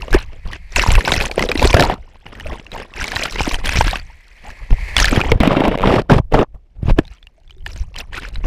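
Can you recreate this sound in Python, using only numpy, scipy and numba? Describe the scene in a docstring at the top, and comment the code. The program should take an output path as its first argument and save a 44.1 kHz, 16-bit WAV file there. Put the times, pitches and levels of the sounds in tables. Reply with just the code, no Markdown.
"""Camera housing swung through a river

A small camera in a sealed housing passes in and out of the water and strikes and drags on the bed.
Pressure surges and thumps are low noise and damped sines; slaps, spray and grit are noise in bursts.
Bubbles and knocks are damped sines. Rapids and a steady floor lie behind, and the loudest blows overload."""
import sys
import numpy as np
from scipy import signal
from scipy.fft import rfft, irfft, next_fast_len
from scipy.io import wavfile
from numba import njit

SR = 44100
rng = np.random.default_rng(int(sys.argv[2]) if len(sys.argv) > 2 else 0)


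def bounce(signal):
    """Save signal as a 16-bit WAV file at the path given by the first command-line argument."""
    frames = np.transpose(np.atleast_2d(signal))
    limited = np.clip(frames, -1, 1)
    pcm = np.round(limited * 32767).astype(np.int16)
    wavfile.write(sys.argv[1], SR, pcm)


N = 373086


def from_db(db):
    """Logarithmic level: decibels to amplitude gain."""
    return 10 ** (np.asarray(db) / 20)


def rms_one(x):
    """Normalisation: scales a signal to rms 1."""
    return x / np.sqrt(np.mean(x ** 2) + 1e-20)


def in_time(rows):
    """Linear interpolation: one value per sample for every column after the time."""
    s, *columns = np.transpose(rows)
    return [np.interp(np.arange(N) / SR, s, column) for column in columns]


def at_hz(points, hz):
    """Spectral interpolation: reads levels in dB on a logarithmic frequency axis."""
    point_hz, point_db = np.array(points).T
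    return np.interp(np.log(hz), np.log(point_hz), point_db)


def coloured(x, spectrum):
    """Spectral shaping: filters x by a density curve, silent below its first point; rms 1."""
    size = next_fast_len(N)
    hz = np.maximum(np.arange(size // 2 + 1) * SR / size, 1)
    gain = from_db(at_hz(spectrum, hz)) * (hz > spectrum[0][0])
    return rms_one(irfft(rfft(x, size) * gain, size)[:N])


def bursts(per_s, spread_db, decay_s, steady, rise_s):
    """Shot process: random impacts of uneven size rise and decay over a steady part; rms 1."""
    size = from_db(spread_db * np.minimum(rng.exponential(1, N), 4))
    envelope = size * (rng.random(N) < per_s / SR) + 1e-18
    for seconds in (decay_s, rise_s):
        envelope = signal.lfilter([1], [1, -np.exp(-1 / (max(seconds, 1e-5) * SR))], envelope)
    return rms_one(rms_one(envelope) + steady)


@njit
def add(out, start, gain, step, fade, rise, attack):
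    """Damped oscillation: adds decaying sines whose pitch glides as they die."""
    for k in range(len(start)):
        phase, level, w = 0., gain[k], step[k]
        for i in range(min(int(7 / fade[k]), len(out) - start[k])):
            out[start[k] + i] += level * (1 - np.exp(-i / attack[k])) * np.sin(phase)
            phase += w
            w *= 1 + rise[k] * fade[k]
            level *= 1 - fade[k]


def rings(s, db, hz, t60, rise, attack_cycles):
    """Free resonance: one damped sine per row; rise is its pitch climb per e-fold of decay."""
    out, one = np.zeros(N), np.ones(len(s))
    fade = np.clip(np.log(1000) / (np.maximum(t60, 1e-3) * SR), 1e-5, .5) * one
    attack = np.maximum(attack_cycles * SR / hz, 1e-3)
    add(out, (s * SR).astype(np.int64), from_db(db), 2 * np.pi * hz / SR, fade, rise * one, attack)
    return out


SWELL_CYCLES = 2.5   # time constant of a bubble coming to full ring


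def bubble_cloud(per_s, low_hz, high_hz, cycles, spread_db, spectrum):
    """Bubble resonance: random bubbles ring for about `cycles` periods to -60 dB; rms 1."""
    draw = rng.random((N // 8, 4))
    born = np.flatnonzero(draw[:, 0] < 8 * per_s / SR)   # one chance every 8 samples
    hz = low_hz * (high_hz / low_hz) ** draw[born, 1]
    db = at_hz(spectrum, hz) + 10 * np.log10(hz) - spread_db * np.log(draw[born, 2] + 0.026)
    t60 = cycles * (.5 + draw[born, 3]) / hz
    return rms_one(rings(8 * born / SR, db, hz, t60, 0.064, SWELL_CYCLES))


def crack(rows, db, decay_s):
    """Impulsive excitation: envelope of the short puff of noise that starts each blow."""
    clicks = np.zeros(N)
    clicks[(rows[:, 0] * SR).astype(int)] = from_db(rows[:, 1] + db)
    return signal.lfilter([1], [1, -np.exp(-1 / (max(decay_s, 1e-4) * SR))], clicks + 1e-18)


# Contact of the housing with the bed. 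Each row: time in seconds, share of drag from 0 to 1.
BED_DRAG = [(1.72, .17), (1.8, .55), (1.95, .55), (2.0, .17), (5.1, .17), (5.3, .5), (5.4, .93), (6.0, .93),
            (6.45, .8), (7.0, .5), (7.05, .2)]


def bed_drag():
    """Sliding friction: the share of dull grind that takes the place of spray."""
    return in_time(BED_DRAG)[0]


# Sloshes of water over the housing. Each row: start in seconds, length in seconds, strength at the start
# in dB, swell by the end in dB, spray above the slap in dB, pressure above the slap in dB.
SLOSH_EVENTS = [(0.0, 0.087, -42.5, -11, -5, 22), (0.099, 0.058, -33, 16.5, -17, 10.5),
                (0.139, 0.089, -26.5, -16.5, 9, 4), (0.292, 0.079, -50, 8.5, -8, -4),
                (0.454, 0.061, -40.5, 4, -5, 19.5), (0.525, 0.036, -34.5, -3.5, 3, 13),
                (0.689, 0.042, -66, 24.5, 6.5, -17), (0.763, 0.13, -21, -15, 5.5, 1.5),
                (0.877, 0.11, -29, 3, 2.5, 15), (1.055, 0.21, -28, 0.5, 3.5, 8.5),
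                (1.378, 0.082, -20, 0.5, -13.5, -2), (1.493, 0.054, -25, -1, -12, 0),
                (1.572, 0.087, -25.5, 13.5, -4, 5), (1.662, 0.048, -30.5, 10, 3.5, -1),
                (1.735, 0.075, -20.5, 17.5, -14.5, -7), (1.806, 0.13, -9, -9.5, -9, -6),
                (2.262, 0.17, -45.5, 9.5, -7, 4), (2.449, 0.09, -30, 1, -8.5, 9.5),
                (2.557, 0.05, -35, -16, -1.5, -10), (2.731, 0.096, -30.5, -1.5, -2.5, 5.5),
                (2.956, 0.071, -44, 18, 6, 6), (3.036, 0.21, -34.5, 10.5, 3, -4),
                (3.248, 0.16, -34, -1, 2.5, 4.5), (3.387, .17, -28.5, 0.5, 3, 2),
                (3.588, 0.016, -27.5, -5.5, -7, -0.5), (3.642, 0.18, -30.5, 1.5, 6.5, -6.5),
                (3.845, 0.12, -33, -3.5, 9.5, -19), (4.443, 0.064, -45.5, 9.5, -3, 5),
                (4.58, 0.056, -56, 11, -9, 7), (4.707, 0.019, -29.5, 5.5, -8.5, 21),
                (4.971, 0.12, -18.5, -4.5, 4.5, 5), (5.108, 0.2, -14.5, -4.5, -7.5, -0.5),
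                (5.316, 0.073, -11, -22, -21, 3), (5.405, 0.38, -11, -2, -9.5, -10),
                (5.816, 0.1813, -9, 1.5, -12, -19.5), (6.019, 0.0018, -7.5, -22, -13, -7),
                (6.099, 0.091, -5.5, -4.5, -13.5, -7.5), (6.322, 0.012, -18.5, -7, -13.5, -12),
                (6.339, 0.09, -4.5, -3, -19, -10), (6.546, 0.013, -41.5, -6, -21, 15.5),
                (6.758, 0.091, -53, 4, -20, 20), (6.826, 0.08, -39.5, 23.5, -7.5, -3),
                (6.966, 0.028, -33, 20, -19, 0), (7.036, 0.075, -59.5, 2.5, 0, 7.5),
                (7.116, 0.061, -54, -16, 11.5, 4), (7.665, 0.087, -35, -20, 0, 5.5),
                (7.764, 0.064, -47, -8, 5, 21), (7.952, 0.054, -53, 24, 4, -7),
                (8.131, 0.054, -37, 4, 7.5, -28), (8.222, 0.065, -37.5, -6.5, 7.5, -12),
                (8.33, 0.049, -53.5, 5, 1, 13), (8.437, 0.022, -34.5, 12, -12, 1)]
# Water trickling about the housing. 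Each row: time in seconds, strength in dB, spray above the slap in dB.
TRICKLE_LEVEL = [(0, -32.5, -8.5), (.3, -58.5, 3), (.62, -72, -4), (1.0, -24, -11), (1.94, -43, -11),
                 (2.2, -55, 0.5), (2.7, -43, -8.5), (3.9, -47, -2.5), (4.1, -60, 7), (4.35, -62.5, 7),
                 (4.9, -45.5, -11), (5.4, -37.5, -7), (6.05, -44.5, -13.5), (6.25, -61.5, -14),
                 (6.65, -69, -2.5), (7.3, -65.5, -3), (7.55, -66.5, -5.5), (7.9, -53.5, -10),
                 (8.46, -43.5, -9)]
# Swing of the camera, felt as slow pressure. Each row: time in seconds, level in dB.
SWING_LEVEL = [(0, -41), (.4, -32.5), (.65, -33), (.95, -46), (1.35, -35), (1.7, -24.5), (2.15, -39.5),
               (2.5, -53), (2.7, -43), (3.6, -37.5), (3.8, -6), (4.0, -32), (4.3, -46.5), (4.93, -27),
               (5.05, -35.5), (5.7, -30.5), (6.3, -30.5), (6.65, -48), (6.78, -38.5), (6.92, -15),
               (7.05, -34.5), (7.35, -52.5), (7.7, -24.5), (8.46, -29)]
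# Finest spray relative to the spray. Each row: time in seconds, level in dB.
FINEST_LEVEL = [(0, -10.5), (.5, -14), (.8, -4), (1.5, -4), (2.2, -12.5), (3.2, -6), (3.9, -6), (4.9, -8),
                (5.05, -7.5), (5.45, -11.5), (5.84, -11), (5.9, -5), (6.3, -7), (6.9, -9), (7.75, 1.5),
                (8.2, -11)]
ATTACK_DB_PER_S, SOFTER_START = 2998, 0.071   # rate at -8.5 dB strength; dB of rate lost per dB of weakness
RELEASE_DB_PER_S, LIFT_DB_PER_S = 801, 901.5   # rate off the bed; added at full drag
DULLING_DB_PER_S, FINEST_DULLING_DB_PER_S = 5.5, 7   # spray against slap; finest spray against spray
SHOVE_S = 0.0016   # smoothing time of the slosh pressure


def sloshes(drag):
    """Transient envelopes: levels in dB of surge, slap, spray and finest spray as sloshes come and drain."""
    t = np.arange(N) / SR
    trickle_db, bright_db = in_time(TRICKLE_LEVEL)
    slap, spray, shove = from_db(trickle_db), from_db(trickle_db + bright_db), np.zeros(N)
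    finest = spray.copy()
    for s, length, db, swell_db, spray_db, shove_db in SLOSH_EVENTS:
        near = slice(max(int((s - .1) * SR), 0), int((s + length + .2) * SR))
        age = t[near] - s
        attack = ATTACK_DB_PER_S * from_db(SOFTER_START * (db + 8.5))
        release = RELEASE_DB_PER_S + LIFT_DB_PER_S * drag[near]
        level_db = db + swell_db * np.clip(age / length, 0, 1)
        level_db += attack * np.minimum(age, 0) - release * np.maximum(age - length, 0)
        fading_db = level_db + spray_db - DULLING_DB_PER_S * age
        slap[near] += from_db(level_db)
        shove[near] += from_db(level_db + shove_db)
        spray[near] += from_db(fading_db)
        finest[near] += from_db(fading_db - FINEST_DULLING_DB_PER_S * age)
    keep = np.exp(-1 / (SHOVE_S * SR))
    surge = from_db(in_time(SWING_LEVEL)[0]) + signal.lfilter([1 - keep], [1, -keep], shove)
    return 20 * np.log10([surge, slap, spray, from_db(in_time(FINEST_LEVEL)[0]) * finest])


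# Colour of the pressure surge. Each row: frequency in Hz, relative density in dB per Hz.
SURGE_COLOUR = [(15, 12.5), (28, 12), (45, 9), (70, 3), (110, -8), (180, -15), (300, -62), (900, -68)]


def pressure_surge(surge_db, white):
    """Pressure fluctuation: low noise in slow bursts pushes on the microphone."""
    pulse = bursts(per_s=25, spread_db=4.0, decay_s=.03, steady=.6, rise_s=.012)
    return from_db(surge_db) * coloured(white, SURGE_COLOUR) * pulse


# Colours of the slap on the housing, spray, finest spray, the bed's grind through the housing and the
# grind's treble. Each row: frequency in Hz, relative density in dB per Hz.
SLAP_COLOUR = [(100, -0.5), (180, 4), (285, 0.5), (420, -0.5), (600, -1), (850, -7), (1200, -16.5),
               (1800, -17.5), (5000, -75)]
SPRAY_COLOUR = [(700, -3.5), (1100, -13.5), (1500, -4.5), (1900, -4), (2600, -3), (3300, -9), (4000, -20.5),
                (5000, -13.5), (7000, -31.5), (14000, -61)]
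SHEEN_COLOUR = [(2350, -25.5), (4000, 2), (6550, -12.5), (7440, -12), (8210, -16), (13600, -24.5),
                (15200, -23), (16000, -52.5)]
GRIT_COLOUR = [(900, 1), (1500, -10), (2100, -3), (2800, -4), (3800, -11), (4300, -27), (6000, -45)]
RASP_COLOUR = [(3600, -10), (4200, 0), (5500, -2), (6300, -14), (8200, -13), (12000, -24), (15500, -35)]


def noises(low, middle, high):
    """Broadband excitation: colours white noise as slap, spray, sheen (finest spray), grit and rasp."""
    return (coloured(low, SLAP_COLOUR), coloured(middle, SPRAY_COLOUR), coloured(high, SHEEN_COLOUR),
            coloured(middle, GRIT_COLOUR), coloured(high, RASP_COLOUR))


def water_slaps():
    """Common excitation: one envelope of water impacts drives all bands together."""
    return bursts(per_s=120, spread_db=6.0, decay_s=.0035, steady=.25, rise_s=.0005)


def bed_grind():
    """Frictional excitation: envelope of the dense grind over the bed."""
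    return bursts(per_s=90, spread_db=4.5, decay_s=.005, steady=.55, rise_s=.001)


# Weighting of larger bubbles. Each row: frequency in Hz, relative density in dB per Hz.
GULP_COLOUR = [(150, -12), (350, -4), (600, -2), (950, 5), (1300, -11.5)]


def housing_slap(slap_db, drag, slap, slaps):
    """Impact and resonance: water slaps the housing while larger bubbles ring."""
    gulps = bubble_cloud(200, 190.5, 1537, 9.0, 4.5, GULP_COLOUR)
    return from_db(slap_db) * ((0.53 + 0.35 * drag) * slap * slaps + 0.5 * (1 - 0.41 * drag) * gulps)


def spray_and_grit(spray_db, drag, spray, grit, slaps):
    """Noise and resonance: spray and small bubbles give way to grit as the housing drags."""
    bubbles = bubble_cloud(450, 923, 5000, 23.0, 4.2, SPRAY_COLOUR)
    fizz = (1 - drag) * (.58 * spray * slaps + .68 * bubbles)
    return from_db(spray_db) * (fizz + 0.83 * drag * grit * slaps)


def finest_spray(sheen_db, drag, sheen, rasp, slaps):
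    """High-frequency impacts: lone sharp spits and tiny bubbles give way to rasp as the housing drags."""
    spits = bursts(per_s=130, spread_db=8.0, decay_s=.002, steady=.1, rise_s=.0003)
    bubbles = bubble_cloud(260, 4910, 13000, 30.0, 4.5, SHEEN_COLOUR)
    shine = (1 - drag) * (sheen * (0.24 * slaps + 0.7 * spits) + 0.68 * bubbles)
    return from_db(sheen_db) * (shine + 0.39 * drag * rasp * slaps)


# Shoves of water on the membrane. Each row: start in seconds, level in dB before the lift below,
# starting pitch in Hz, push 1 or pull -1.
THUMP_EVENTS = [(0.159, -15, 40.4, -1), (0.886, -0.5, 80, 1), (0.957, -6, 65, 1), (1.176, -11.5, 80.5, 1),
                (1.384, -16, 125, -1), (1.638, -2.5, 54.3, -1), (1.671, -7.5, 37.5, 1), (1.744, 6, 90, 1),
                (1.815, -11, 60.4, 1), (3.161, -16.5, 84.5, 1), (3.411, -13.5, 68.4, -1),
                (3.788, -4, 68, 1), (3.876, -17, 52.7, -1), (4.73, -16.5, 82, 1), (5.077, -7.5, 39, 1),
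                (5.117, -8, 47, 1), (5.176, 0, 113, -1), (5.32, -3.5, 78.5, 1), (5.357, -6, 90, 1),
                (5.402, -1.5, 59.6, -1), (5.569, -13.5, 184, 1), (5.684, -8.5, 160, 1), (5.863, -13, 56, 1),
                (5.909, -6, 91, 1), (5.98, -8.5, 125, 1), (6.122, 5.5, 126.4, -1), (6.163, -1, 115, 1),
                (6.199, -3, 119.6, 1), (6.395, -12.5, 46.6, 1), (6.83, -8, 120, 1), (6.856, -9, 68, 1),
                (6.883, -3, 117, 1), (6.908, 0.5, 69, 1), (6.991, 1.5, 192, -1), (8.381, -11.5, 32.8, -1)]


def membrane_thumps():
    """Damped displacement: each shove pushes or pulls the membrane and dies within four cycles."""
    rows, out = np.array(THUMP_EVENTS), np.zeros(N)
    for way in (1, -1):
        s, db, hz, _ = rows[rows[:, 3] * way > 0].T
        out += way * rings(s, db + 5, hz, 3.33 / hz, -0.011, 0.055)   # struck harder than its peak
    return out


# Knocks on the housing. 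Each row: start in seconds, ring level in dB, starting pitch in Hz.
KNOCK_EVENTS = [(0.081, -16.5, 498), (0.145, 4.5, 357), (0.784, -5, 585), (0.837, -3, 1020),
                (0.863, -5.5, 960), (0.982, -13, 493), (1.045, -21, 570), (1.076, -3, 900),
                (1.312, -16, 480), (1.379, 0.5, 507), (1.554, -3, 297), (1.619, 1.5, 516), (1.651, 4, 412),
                (1.742, 10.5, 532), (1.766, 2, 636), (1.795, -0.5, 900), (1.898, -2.5, 910),
                (2.265, -27, 780), (3.406, -3.5, 840), (3.476, -5, 287), (3.641, -20, 930), (3.809, 4, 890),
                (3.866, -13, 290), (3.932, -8, 760), (4.706, -13.5, 232), (4.725, -19, 920),
                (5.02, -12.5, 706), (5.127, 0, 260), (5.172, -4, 367), (5.319, 7, 465), (5.404, 2.5, 258),
                (5.434, 4.5, 657), (5.475, 6.5, 264), (5.568, 3, 284), (5.605, 2.5, 281),
                (5.681, -1.5, 236), (5.947, -33, 288), (6.116, 3.5, 293), (6.324, -7.5, 442),
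                (6.348, -0.5, 396), (6.39, 0, 410), (6.414, -2, 484), (6.986, -20, 206), (6.987, 6, 320)]


def housing_knocks(drag, slap, spray, grit):
    """Struck resonance: the housing rings briefly after a puff of noise, grittier while dragging."""
    rows = np.array(KNOCK_EVENTS)
    s, db, hz = rows.T
    ring = rings(s, db, hz, 0.026 * (400 / hz) ** 0.41, -0.002, 0.28)
    puff = slap + 0.44 * ((1 - drag) * spray + drag * grit)
    return ring + crack(rows, -13.5, 0.0034) * puff


# Slips of the housing on a stone. The one row: start in seconds, end in seconds, slips per second,
# mean level in dB.
STONE_SLIPS = (5.776, 5.835, 94, -9)


def stone_stutter(noise):
    """Stick-slip friction: evenly timed slips, each a dull tick with a puff of grit."""
    start, end, per_s, mean_db = STONE_SLIPS
    s = np.arange(start, end, 1 / per_s)
    db = mean_db + rng.normal(0, 2, len(s))
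    tick = rings(s, db, 520 + 0 * s, 0.012, 0., 0.048)
    return tick + crack(np.c_[s, db], -12.0, 0.0021) * noise


def stone_catch():
    """Interrupted sliding: gain of the wash, which sinks while the housing catches on the stone."""
    start, end = STONE_SLIPS[0] - .016, STONE_SLIPS[1]
    return np.interp(np.arange(N) / SR, [start - .004, start, end - .02, end], [1, .06, .25, 1])


# Single bubbles and splashes at the port. Each row: start in seconds, level in dB before the scaling
# below, starting pitch in Hz.
POP_EVENTS = [(0.0204, -15.5, 2710), (0.1296, -7, 1670), (0.187, -19, 4060), (0.5319, -14, 1870),
              (0.7607, 1.5, 2620), (0.7948, 1, 2630), (0.9182, -6, 7430), (0.9532, -3, 2620),
              (1.0077, -10.5, 1750), (1.05, -12, 3860), (1.0791, -2, 1510), (1.1193, 0, 3740),
              (1.1398, -4, 1990), (1.1638, -8.5, 2550), (1.2027, -7.5, 2440), (1.2543, -9, 2530),
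              (1.3137, -12.5, 2320), (1.359, -22, 9000), (1.3939, -3, 1940), (1.4247, -3.5, 2070),
              (1.489, -9.5, 3850), (1.516, -0.5, 2420), (1.5553, -9.5, 1990), (1.5756, -9, 4000),
              (1.5948, -9, 2600), (1.6266, -12.5, 2260), (1.73, -4, 2370), (1.7448, 3.5, 1340),
              (1.7693, -2.5, 1600), (1.7969, 1.5, 1730), (1.8242, -2, 1310), (2.265, -25, 2840),
              (2.352, -26, 1870), (2.399, -19, 1800), (2.408, -20, 2900), (2.4687, -20, 2600),
              (2.666, -24.5, 2700), (2.7176, -19, 3830), (2.9381, -22, 2640), (3.042, -7.5, 2210),
              (3.1183, -11, 1690), (3.16, -8, 4000), (3.165, -6, 1820), (3.253, -9, 1350),
              (3.3956, -8, 2340), (3.455, -16, 3540), (3.5435, -7, 3100), (3.6709, -10, 3190),
              (3.6922, -4.5, 2470), (3.8102, -4, 1620), (3.88, -7.5, 1620), (3.9973, -20.5, 4570),
              (4.503, -23, 1640), (4.9661, 5.5, 3360), (4.982, -3, 2930), (4.989, -9, 1680),
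              (4.999, -4, 1770), (5.023, -4.5, 1320), (5.0441, 1, 1720), (5.0827, -3.5, 1950),
              (5.1108, -9.5, 2330), (5.162, -8, 3150), (5.204, -7, 1380), (5.2137, -3.5, 2430),
              (5.3175, -3, 2120), (5.4035, -8, 2290), (5.6523, -9.5, 2330), (6.988, -5, 1715),
              (7.052, -31, 3600), (7.079, -29, 4030), (7.183, -42, 3090), (7.228, -30, 3400),
              (7.2697, -27.5, 2750), (7.434, -50.5, 2850), (7.477, -39.5, 3400), (7.497, -36, 2380),
              (7.5076, -26.5, 2980), (7.526, -44.5, 3380), (7.548, -48, 3450), (7.582, -43.5, 3650),
              (7.606, -42, 2980), (7.624, -46, 3100), (7.6625, -12.5, 1740), (7.9428, -29, 2670),
              (7.9624, -16.5, 3060), (8.1325, -22.5, 1590), (8.172, -16, 2540), (8.3573, -19, 3850)]


def bubble_pops(spray, sheen, spray_db, sheen_db):
    """Bubble resonance: single bubbles ring after a puff of spray, the small ones dying sooner."""
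    rows = np.array(POP_EVENTS)
    s, db, hz = rows.T
    ring = rings(s, db + 2, hz, 0.015 * (2500 / hz) ** 0.6, 0.01, SWELL_CYCLES)
    puffs = np.c_[s, 1.12 * db]   # weak pops are nearly pure ring
    fine_puff = crack(puffs, -11, 0.00089) * sheen * from_db(.5 * (sheen_db - spray_db))
    return ring + crack(puffs, -6, 0.0015) * spray + fine_puff


# Large bubbles that sing upward. Each row: start in seconds, level in dB, starting pitch in Hz,
# ring time to -60 dB in seconds, fractional pitch climb per e-fold of decay.
GURGLE_EVENTS = [(.148, -8, 330, .075, .38), (2.75, -24, 900, .058, .06), (2.93, -36, 1100, .05, .06),
                 (3.94, -18, 1110, .05, .06), (4.1, -37, 870, .057, .06), (4.452, -31, 760, .06, .04),
                 (4.472, -30, 820, .07, .04), (7.38, -46, 643, .07, .03), (7.52, -51, 370, .1, .03),
                 (7.566, -46, 373, .2, .02)]


def gurgles():
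    """Bubble resonance with glide: each large bubble's pitch climbs as its ring decays."""
    s, db, hz, t60, rise = np.array(GURGLE_EVENTS).T
    return rings(s, db, hz, t60, rise, 0.25)


# The rapids, heard while the port is in the air. Each row: time in seconds, level in dB.
RAPIDS_LEVEL = [(0, -46), (.2, -60), (.45, -53.5), (.72, -48), (.8, -26), (1.9, -96), (2.6, -65),
                (3.9, -39), (4.05, -52.5), (4.3, -54), (4.5, -45.5), (4.7, -44.5), (4.85, -32), (4.96, -31),
                (5.1, -60), (5.3, -94.5), (7.0, -90.5), (7.1, -65.5), (7.3, -76), (8.46, -69)]
# Colour of the river in the air. Each row: frequency in Hz, relative density in dB per Hz.
RIVER_COLOUR = [(300, -30), (500, -14), (1000, -13), (1520, -20), (1690, -5), (2080, 0), (2550, -6),
                (2800, -15), (3680, -22), (4370, -16), (5300, -25), (12000, -34), (15600, -52)]


def distant_rapids(white):
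    """Amplitude modulation: river noise churns unevenly as the rapids splash."""
    churn = bursts(per_s=60, spread_db=3.0, decay_s=.015, steady=1.8, rise_s=.003)
    return from_db(in_time(RAPIDS_LEVEL)[0]) * coloured(white, RIVER_COLOUR) * churn


# Colour of the steady floor. Each row: frequency in Hz, relative density in dB per Hz.
FLOOR_COLOUR = [(100, -7.5), (300, -9), (750, -15.5), (1000, -32.5), (5000, -35.5), (15000, -52.5)]


def noise_floor(white):
    """Stationary noise: a constant coloured hiss at -67.5 dB rms."""
    return from_db(-67.5) * coloured(white, FLOOR_COLOUR)


def scene():
    """Superposition: surge, wash and bubbles follow the sloshes; single blows lie on top."""
    drag = bed_drag()
    surge_db, slap_db, spray_db, sheen_db = sloshes(drag)
    white = rng.standard_normal((6, N))
    slap, spray, sheen, grit, rasp = noises(white[1], white[2], white[3])
    slaps = water_slaps()
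    surge = pressure_surge(surge_db, white[0])
    slaps = (1 - drag) * slaps + 0.59 * drag * bed_grind()
    wash = housing_slap(slap_db, drag, slap, slaps)
    wash += spray_and_grit(spray_db, drag, spray, grit, slaps)
    wash += finest_spray(sheen_db, drag, sheen, rasp, slaps)
    water = surge + stone_catch() * wash
    blows = membrane_thumps() + housing_knocks(drag, slap, spray, grit) + stone_stutter(slap + 0.75 * grit)
    bubbles = bubble_pops(spray, sheen, spray_db, sheen_db) + gurgles()
    return (water + blows + bubbles + distant_rapids(white[5]) + noise_floor(white[4]))[None]


def record(dry):
    """Saturation and band limiting: the converter overloads with a hard knee, then the top is cut."""
    knee = 5   # exponent; higher is harder
    clipped = dry / (1 + np.abs(dry) ** knee) ** (1 / knee)
    rolled = signal.sosfilt(signal.butter(8, 15700, fs=SR, output="sos"), clipped)
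    return signal.sosfilt(signal.cheby2(12, 70, 16400, fs=SR, output="sos"), rolled)


dry = scene()
out = record(dry)
bounce(out)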